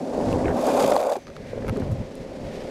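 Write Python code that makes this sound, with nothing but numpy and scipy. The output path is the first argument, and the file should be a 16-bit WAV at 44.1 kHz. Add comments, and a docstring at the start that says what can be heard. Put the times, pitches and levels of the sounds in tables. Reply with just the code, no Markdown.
"""Rough asphalt, outdoors: a longboard carves just under the microphone of a hand-held camera. Random stone
impacts ring wheels and deck, and filtered grit impacts crackle as the wheels scrub sideways. The carve ends at
about 1.2 s; the rolling goes on quieter and farther off, as coloured impacts and hiss. Enveloped tones and
noise make bumps, ticks, creaks, small rattles, a soft rub and a faint high trill. Low noise gusts buffet the
microphone, and short tonal thumps knock the camera housing."""
import sys
import numpy as np
from scipy import signal
from scipy.fft import rfft, irfft
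from scipy.io import wavfile
from scipy.ndimage import uniform_filter1d

SR = 44100
rng = np.random.default_rng(int(sys.argv[2]) if len(sys.argv) > 2 else 0)


def transcribe(signal):
    """Save signal, clipped to [-1, 1], as a 16-bit WAV file at the path in sys.argv[1]."""
    frames = np.atleast_2d(signal).T
    limited = np.clip(frames, -1, 1)
    pcm = np.round(limited * 32767).astype(np.int16)
    wavfile.write(sys.argv[1], SR, pcm)


N = 119070  # 2.7 s


def undb(db):
    """Decibels to gain."""
    return 10 ** (np.asarray(db) / 20)


def unit(x):
    """Scale to rms 1."""
    return x / np.sqrt(np.mean(x ** 2))


def seconds():
    """Time of every sample."""
    return np.arange(N) / SR


def curve(rows, axis=1):
    """Gain over time, drawn straight in dB between the points of one column."""
    rows = np.array(rows)
    return undb(np.interp(seconds(), rows[:, 0], rows[:, axis]))


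def colour(x, points):
    """Causal minimum-phase filter with the given spectrum, built by folding its cepstrum."""
    hz, db = np.array(points).T
    size = 4096
    f = np.maximum(np.arange(size // 2 + 1) * SR / size, 1)
    gain = undb(np.interp(np.log(f), np.log(hz), db))
    cepstrum = irfft(np.log(gain))
    cepstrum[1:size // 2] *= 2
    cepstrum[size // 2 + 1:] = 0
    response = irfft(np.exp(rfft(cepstrum)))
    return signal.fftconvolve(x, response)[:len(x)]


def ring(x, modes):
    """Sum of resonances, neighbours in opposite phase."""
    out = np.zeros(len(x))
    for k, (hz, width_hz, db) in enumerate(modes):
        b, a = signal.iirpeak(hz, hz / width_hz, SR)
        out += (-1) ** k * undb(db) * signal.lfilter(b, a, x)
    return out


def walk(rate):
    """Smooth random motion with spread 1, from noise averaged twice over 1/rate seconds."""
    k = max(int(SR / rate), 1)
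    return unit(uniform_filter1d(uniform_filter1d(rng.standard_normal(N), k), k))


def impacts(rate, spread_db):
    """Random tiny impacts of either sign, a few larger than the rest."""
    hit = rng.random(N) < rate / SR
    size = undb(spread_db * np.minimum(rng.exponential(size=N), 2 * np.e))
    return hit * size * np.sign(rng.standard_normal(N))


def steady(x, size=1800):
    """Hold the slow level of a vibration at rms 1, keeping its fast grain (size in samples)."""
    power = np.abs(uniform_filter1d(uniform_filter1d(x ** 2, size), size))
    return x / np.sqrt(power + 1e-18)


def band(x, lo_hz, hi_hz):
    """Keep one band."""
    return signal.sosfilt(signal.butter(2, [lo_hz, hi_hz], "band", fs=SR, output="sos"), x)


def bursts(rows, points):
    """Short noise crackles that start at once and die away exponentially."""
    t = seconds()
    env = sum(undb(db) * (t >= s) * np.exp(-np.abs(t - s) / decay) for s, db, decay in rows)
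    noise = rng.standard_normal(N)
    return colour(noise * env, points) / np.std(colour(noise, points))


def narrow(hz, width_hz):
    """Noise in one resonance whose centre may move: slow noise carried on a tone."""
    lowpass = signal.butter(2, width_hz / 2, fs=SR, output="sos")
    slow = signal.sosfilt(lowpass, rng.standard_normal((2, N)))
    phase = 2 * np.pi * np.cumsum(hz * np.ones(N)) / SR
    return unit(slow[0] * np.cos(phase) + slow[1] * np.sin(phase))


def knocks(rows):
    """Each blow is a tone that swells and dies within a few cycles."""
    out, t = np.zeros(N), np.arange(SR // 10) / SR
    for s, db, hz, rise in rows:
        i = int(s * SR)
        swell = (t / rise * np.exp(1 - t / rise)) ** 2
        out[i:i + len(t)] += undb(db) * swell * np.sin(2 * np.pi * hz * t)
    return out


STONES_PER_S, STONE_SPREAD_DB = 1600, 1


def road(judder):
    """Stones in the asphalt strike at random, their force shaken by the judder of the contact."""
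    return impacts(STONES_PER_S, STONE_SPREAD_DB) * judder


# resonances of wheels and trucks: pitch_hz [Hz], width_hz [Hz], relative_db [dB]
WHEEL_MODES = [(532.4, 33.6, 0.5), (597, 83, -4.5), (667, 115, -7.5), (790, 103, -9.5), (932, 91, -14),
               (1073, 55, -14), (1190, 150, -21), (1540, 90, -20)]
# broad spectrum of the wheel roar: pitch_hz [Hz], relative_db [dB per Hz]
WHEEL_ROAR_COLOUR = [(100, -50.5), (330, -13.5), (500, 6), (700, -1), (950, -11.5), (1300, -28.5),
                     (1800, -26), (3000, -46), (8000, -65), (16000, -83)]
# roar against the narrow resonances: time_s [s], relative_db [dB]
ROAR_SHARE = [(0, 11), (.6, -2.5), (1.15, -1.5)]


def wheels(judder):
    """Stones excite narrow wheel and truck resonances and a broad roar, together held at rms 1."""
    rings = band(ring(road(judder), WHEEL_MODES), 438, 1255)
    roar = colour(road(judder), WHEEL_ROAR_COLOUR)
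    return steady(unit(rings) + curve(ROAR_SHARE) * unit(roar), size=700)


# resonances of the deck: pitch_hz [Hz], width_hz [Hz], relative_db [dB]
DECK_MODES = [(191, 225, -8), (260, 24.6, 5), (308, 17.6, -1), (408.4, 40, -1)]


def deck(judder):
    """Stones drum the low resonances of the deck, held at rms 1."""
    return steady(band(ring(road(judder), DECK_MODES), 150, 700))


# spectrum of grit under the wheels: pitch_hz [Hz], relative_db [dB per Hz]
GRIT_COLOUR = [(400, -36), (1200, 10), (1800, -5.5), (2400, 6.5), (3000, -2.5), (3600, 4), (4200, -5.5),
               (4700, 2), (5500, -4.5), (6600, 0.5), (8500, -3.5), (12800, -8.5), (15500, -21)]
GRIT_PER_S, GRIT_SPREAD_DB, GRIT_FLICKER_DB = 17000, 4, 2.8


def grit():
    """Dense, flickering grit impacts crackle at rms 1."""
    flicker = undb(GRIT_FLICKER_DB * walk(150))
    return steady(colour(impacts(GRIT_PER_S, GRIT_SPREAD_DB) * flicker, GRIT_COLOUR), size=900)


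# rolling just under the microphone: time_s [s], wheel_level_db [dB], deck_level_db [dB]
CLOSE_LEVELS = [(0.0, -33.5, -29), (0.142, -29, -32.5), (0.168, -26.5, -27), (0.552, -27, -26),
                (0.564, -22, -26.5), (0.604, -25, -24), (0.632, -25.5, -34), (0.682, -19, -24),
                (0.735, -24, -26), (0.765, -19.5, -26.5), (0.848, -18.5, -25.5), (0.858, -25.5, -22),
                (0.88, -17.5, -30.5), (0.91, -25, -30.5), (0.957, -17.5, -30), (0.979, -27, -36),
                (1.0, -21.5, -37.5), (1.036, -24.5, -39), (1.1, -22.5, -44.5), (1.135, -23.5, -44),
                (1.149, -35.5, -59), (1.166, -30, -37), (1.202, -51, -54), (1.22, -50, -46.5)]
# sideways scrub of the wheels: time_s [s], level_db [dB]
SCRUB_LEVELS = [(0, -60), (.5, -58.5), (.58, -46), (.67, -40.5), (.76, -38.5), (.82, -33.5), (.89, -37.5),
                (.93, -39.5), (1.05, -44.5), (1.13, -42), (1.17, -50), (1.2, -63)]
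JUDDER_HZ, JUDDER_DB = 73.5, 2  # averaging rate and spread of the random judder


def close_board():
    """Wheels, deck and scrubbed grit close by, faded out after the carve."""
    judder = undb(JUDDER_DB * walk(JUDDER_HZ))
    rolling = wheels(judder) * curve(CLOSE_LEVELS) + deck(judder) * curve(CLOSE_LEVELS, axis=2)
    scrub = grit() * curve(SCRUB_LEVELS)
    carving = np.clip((CLOSE_LEVELS[-1][0] - seconds()) / 0.057 + 1, 0, 1)
    return carving * (rolling + scrub)


# wheels strike larger stones: start_s [s], peak_db [dB], pitch_hz [Hz], rise_s [s]
BUMPS = [(.174, -16.5, 510, 0.0054), (.288, -19, 325, 0.0021), (.334, -17.5, 482, 0.0072),
         (.358, -11.5, 407, 0.0013), (.447, -15, 260, 0.0028), (.455, -16, 360, 0.004),
         (.562, -19, 536, 0.0039), (.635, -13.5, 590, 0.0023), (.659, -16, 547, 0.0087),
         (.747, -14, 605, .004), (.818, -21, 560, 0.0036), (.84, -20, 608, 0.0045),
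         (.897, -11.5, 507, 0.0015), (.914, -7.5, 580, 0.0022), (.921, -7.5, 575, 0.0015),
         (.9645, -6.5, 785, 0.0014), (.984, -16.5, 599, 0.0046), (1.028, -17, 690, 0.0026),
         (1.068, -12.5, 603, 0.002), (1.115, -13.5, 600, 0.0031), (1.126, -19, 704, 0.0019),
         (1.154, -18.5, 744, 0.0025), (1.165, -25.5, 390, 0.0053), (1.531, -19, 513, 0.0033),
         (1.576, -22, 520, 0.0027), (1.644, -23.5, 487, 0.0036), (1.754, -24, 257, 0.0055),
         (1.773, -19, 400, 0.0062), (1.799, -23, 251, 0.0059), (1.915, -35, 527, 0.0034),
         (1.951, -27.5, 556, 0.0054)]
# spectrum of the crunch under a wheel: pitch_hz [Hz], relative_db [dB per Hz]
CRUNCH_COLOUR = [(200, -18), (700, -4.5), (1050, 4), (1500, -23), (3000, -29), (8000, -24), (15000, -55)]
CRUNCH_BELOW_KNOCK_DB, CRUNCH_DECAY_S = -24.5, 0.003


def bumps():
    """A larger stone crunches under the wheel and knocks the board."""
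    contacts = [(s, db + CRUNCH_BELOW_KNOCK_DB, CRUNCH_DECAY_S) for s, db, _, _ in BUMPS]
    return knocks(BUMPS) + bursts(contacts, CRUNCH_COLOUR)


# quieter rolling, farther off: time_s [s], level_db [dB]
FAR_LEVELS = [(1.15, -66), (1.23, -60), (1.29, -37), (1.33, -44.5), (1.39, -39.5), (1.5, -40), (1.56, -34),
              (1.8, -30), (1.95, -37), (2.1, -37.5), (2.35, -35.5), (2.7, -32.5)]
# its spectrum: pitch_hz [Hz], relative_db [dB per Hz]
FAR_COLOUR = [(40, -7), (120, -9), (200, -1), (255, 0.5), (320, -6.5), (420, 0), (480, -3.5), (530, 3.5),
              (650, -7), (800, -13), (1100, -23), (2000, -39), (6000, -68), (16000, -82)]


def far_rolling():
    """The duller, smoother hum of wheels running straight, from dense coloured impacts."""
    begun = np.clip((seconds() - FAR_LEVELS[0][0]) / 0.038, 0, 1)
    return begun * curve(FAR_LEVELS) * steady(colour(impacts(rate=2500, spread_db=2.5), FAR_COLOUR))


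# grit snaps and small ticks: start_s [s], body_level_db [dB], snap_level_db [dB], decay_s [s]
TICKS = [(0.326, -36, -45, .004), (0.614, -52, -40, .002), (0.667, -52, -33.5, 0.0055),
         (.797, -28, -34, 0.0045), (.804, -27, -32, 0.0016), (.822, -31, -42, .006),
         (0.841, -27.5, -38, 0.0092), (.878, -44, -28.5, 0.0012), (.898, -34, -35, 0.0024),
         (.906, -43, -27.5, 0.0014), (0.92, -26, -50, 0.0054), (0.964, -26, -35, 0.0023),
         (1.002, -28.5, -41, 0.0032), (1.014, -43, -35, 0.0018), (1.028, -31, -42, 0.0022),
         (1.122, -32.5, -44, 0.0042), (1.157, -36.5, -55, 0.0055), (1.269, -38.5, -58, .003),
         (1.28, -41, -59, 0.0037), (1.301, -42.5, -59, .003), (1.365, -37, -54, 0.004),
         (1.771, -43, -37.5, 0.00097), (1.798, -44, -50, .004), (1.913, -57, -53, 0.016),
         (2.154, -57, -35, 0.00041)]
# spectrum of a tick's body: pitch_hz [Hz], relative_db [dB per Hz]
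TICK_COLOUR = [(300, -29), (1200, 15.5), (1900, 10), (3000, 2), (4200, 6.5), (5500, -1.5), (8000, -17),
               (15500, -40)]
# spectrum of its bright snap: pitch_hz [Hz], relative_db [dB per Hz]
SNAP_COLOUR = [(1000, -31), (4000, 4), (6500, 6), (10000, 4), (13000, 0), (15500, -21)]


def ticks():
    """Grit ticks with a body and a bright snap."""
    body = bursts([(s, db, decay) for s, db, _, decay in TICKS], TICK_COLOUR)
    snap = bursts([(s, db, decay) for s, _, db, decay in TICKS], SNAP_COLOUR)
    return body + snap


# short dry creaks close to the microphone: start_s [s], level_db [dB], decay_s [s], pitch_hz [Hz]
CREAKS = [(.327, -32.5, 0.0022, 2600), (.387, -38, .005, 1800), (0.403, -44, 0.0042, 1850),
          (.44, -38, 0.005, 2000), (.455, -32.5, 0.0051, 2050), (.469, -39, 0.0087, 1900),
          (.481, -24.5, .0035, 1550), (0.492, -35, 0.0055, 1493), (.502, -34, 0.0089, 1460),
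          (0.51, -38, 0.0091, 1640), (1.581, -46, 0.0065, 1450), (1.62, -43.5, .01, 1500),
          (1.646, -39, .004, 1500), (1.763, -36.5, 0.0036, 1550), (1.818, -36, 0.0055, 1200),
          (1.844, -43, .005, 996), (1.918, -41, .005, 1050)]
# spectrum of the scrape in a creak: pitch_hz [Hz], relative_db [dB per Hz]
SCRAPE_COLOUR = [(300, 6), (900, 21), (1400, 3), (2200, -8), (3000, 5), (4000, -20), (8000, -10),
                 (15000, -53)]
CREAK_WIDTH_HZ, CREAK_RISE_S, SCRAPE_RELATIVE_DB = 510, 0.0011, -3


def creaks():
    """Each short slip rings at its own pitch over a dry scrape."""
    t = seconds()
    rings = np.zeros(N)
    for s, db, decay, hz in CREAKS:
        rise = np.clip((t - s) / CREAK_RISE_S, 0, 1)
        slip = rise * np.exp(-np.abs(t - s - CREAK_RISE_S) / decay)
        rings += undb(db) * slip * steady(narrow(hz, CREAK_WIDTH_HZ), size=200)
    scrape = bursts([row[:3] for row in CREAKS], SCRAPE_COLOUR)
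    return rings + undb(SCRAPE_RELATIVE_DB) * scrape


# loose hardware clacks: start_s [s], level_db [dB]
CLACKS = [(1.668, -34), (1.6812, -26.5), (1.6877, -28), (1.6952, -20)]
# spectrum of a clack: pitch_hz [Hz], relative_db [dB per Hz]
CLACK_COLOUR = [(400, -4), (1000, 4), (1400, 10), (2800, -2), (3400, -10), (7500, -11), (9500, -17),
                (11000, -4), (12800, -17), (14000, -33), (16000, -38)]
# resonances of the hardware: pitch_hz [Hz], width_hz [Hz], relative_db [dB]
CLACK_MODES = [(840, 130, 0), (1290, 78, 3), (1561, 89, -1.5), (2010, 190, -5), (2220, 280, -2),
               (2850, 110, -8)]
CLACK_DECAY_S, BOUNCE_DELAY_S, BOUNCE_RELATIVE_DB, CLACK_RING_GAIN_DB = 0.00043, 0.0013, -6, 28.5


def clacks():
    """Loose hardware strikes, rings briefly and bounces once."""
    blows, contacts = np.zeros(N), []
    for s, db in CLACKS:
        blows[int(s * SR)] = undb(db)
        contacts.append((s, db, CLACK_DECAY_S))
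        contacts.append((s + BOUNCE_DELAY_S, db + BOUNCE_RELATIVE_DB, CLACK_DECAY_S))
    return bursts(contacts, CLACK_COLOUR) + undb(CLACK_RING_GAIN_DB) * ring(blows, CLACK_MODES)


# resonances of a soft rub at its height: pitch_hz [Hz], width_hz [Hz], level_db [dB]
RUB_MODES = [(1600, 180, -56.5), (2000, 280, -59.5), (2250, 300, -57.5)]
RUB_MIDDLE_S, RUB_HALF_S, RUB_FALL_OCT_PER_S = 1.49, 0.12, 0.66


def rub():
    """A soft rubbing sound comes and goes while its resonances sink."""
    t = seconds() - RUB_MIDDLE_S
    sink = 2 ** (-RUB_FALL_OCT_PER_S * t)
    tones = sum(undb(db) * narrow(hz * sink, width) for hz, width, db in RUB_MODES)
    return np.exp(-(t / RUB_HALF_S) ** 2) * tones


CHIRP_HZ, CHIRP_WANDER_HZ = 6150, 70
CHIRP_DB, CHIRP_MIDDLE_S, CHIRP_HALF_S = -55.5, 1.25, 0.11
CHIRPS_PER_S, CHIRP_JITTER, CHIRP_SPREAD_DB = 93, 0.14, 4  # jitter is a fraction of the rate
CHIRP_SHARPNESS = 5.1  # power that narrows each pulse


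def chirps():
    """A faint high whistle, broken into a quick uneven trill, as the board leaves the carve."""
    held = np.exp(-((seconds() - CHIRP_MIDDLE_S) / CHIRP_HALF_S) ** 8)
    turns = np.cumsum(CHIRPS_PER_S * (1 + CHIRP_JITTER * walk(60))) / SR
    pulses = np.abs(np.sin(np.pi * turns)) ** CHIRP_SHARPNESS
    uneven = undb(CHIRP_SPREAD_DB * walk(80))
    tone = np.sin(2 * np.pi * np.cumsum(CHIRP_HZ + CHIRP_WANDER_HZ * walk(138)) / SR)
    return undb(CHIRP_DB) * held * pulses * uneven * tone


# fine hiss of the wheels close by: time_s [s], level_db [dB]
CLOSE_HISS_LEVELS = [(0, -52), (.15, -47), (.32, -43.5), (.42, -47.5), (.52, -49), (.7, -40), (1.1, -71),
                     (1.2, -78)]
# its spectrum: pitch_hz [Hz], relative_db [dB per Hz]
CLOSE_HISS_COLOUR = [(300, -2), (1500, 5.5), (2300, 2), (3300, -1.5), (4500, 0), (7500, -4.5), (9000, -9.5),
                     (10500, -11), (12000, -21), (15500, -30)]
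# hiss of wheels and air farther off: time_s [s], level_db [dB]
FAR_HISS_LEVELS = [(1.1, -73), (1.2, -54.5), (1.33, -53.5), (1.48, -50), (1.8, -48.5), (2.1, -50.5),
                   (2.38, -49.5), (2.55, -46), (2.7, -45)]
# its spectrum: pitch_hz [Hz], relative_db [dB per Hz]
FAR_HISS_COLOUR = [(300, 4), (1300, -3), (2000, 2), (2900, -4), (4800, -6), (7000, -12), (10000, -19),
                   (12500, -24.5), (15500, -39)]
HISS_FLICKER_DB = 1.14


def hiss():
    """Fine hiss of wheels and passing air: flickering noise, brighter close by."""
    def noise():
        return rng.standard_normal(N) * undb(HISS_FLICKER_DB * walk(96))
    close = curve(CLOSE_HISS_LEVELS) * unit(colour(noise(), CLOSE_HISS_COLOUR))
    far = curve(FAR_HISS_LEVELS) * unit(colour(noise(), FAR_HISS_COLOUR))
    return close + far


# low thumps on the camera housing: start_s [s], peak_db [dB], pitch_hz [Hz], rise_s [s]
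THUMPS = [(1.699, -20, 96, 0.011), (1.724, -20.5, 225, 0.0064), (1.817, -23, 100, 0.0097),
          (1.841, -26, 154, .005), (1.888, -24, 137, 0.016), (1.909, -20, 100, 0.013)]


def thumps():
    """Knocks on the camera housing thump as short low tones."""
    return knocks(THUMPS)


# light breeze on the microphone: time_s [s], level_db [dB]
BREEZE_LEVELS = [(0, -58), (.17, -38.5), (.7, -43.5), (.95, -44), (1.1, -58.5), (1.25, -50.5), (1.45, -44),
                 (2.7, -56)]
# separate gusts on the microphone: middle_s [s], half_length_s [s], level_db [dB]
GUSTS = [(0.33, 0.071, -27.5), (0.468, 0.027, -27.5), (0.507, 0.029, -29), (1.42, 0.042, -48),
         (1.6, 0.092, -39.5), (1.697, 0.024, -29), (1.835, 0.071, -31), (1.921, 0.028, -27.5),
         (2.002, 0.037, -28.5), (2.209, 0.021, -37), (2.458, 0.043, -34.5)]
# spectrum of the buffeting: pitch_hz [Hz], relative_db [dB per Hz]
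WIND_COLOUR = [(15, -16), (45, -2.5), (80, -5), (110, 0.5), (150, -3.5), (200, -3), (400, -18), (1000, -29),
               (3000, -63), (16000, -66)]


def wind():
    """Low noise buffets the microphone: a light breeze and separate gusts."""
    t = seconds()
    gusts = sum(undb(db) * np.exp(-((t - s) / half) ** 2) for s, half, db in GUSTS)
    return (curve(BREEZE_LEVELS) + gusts) * steady(colour(rng.standard_normal(N), WIND_COLOUR))


def scene():
    """All sources at the one microphone."""
    board = close_board() + bumps() + far_rolling()
    details = ticks() + creaks() + clacks() + rub() + chirps()
    air = hiss() + thumps() + wind()
    return (board + details + air)[None]


def record(dry):
    """The camera cuts the top, steeply above 15750 Hz."""
    return signal.sosfilt(signal.ellip(10, 0.2, 80, 15750, fs=SR, output="sos"), dry)


dry = scene()
out = record(dry)
transcribe(out)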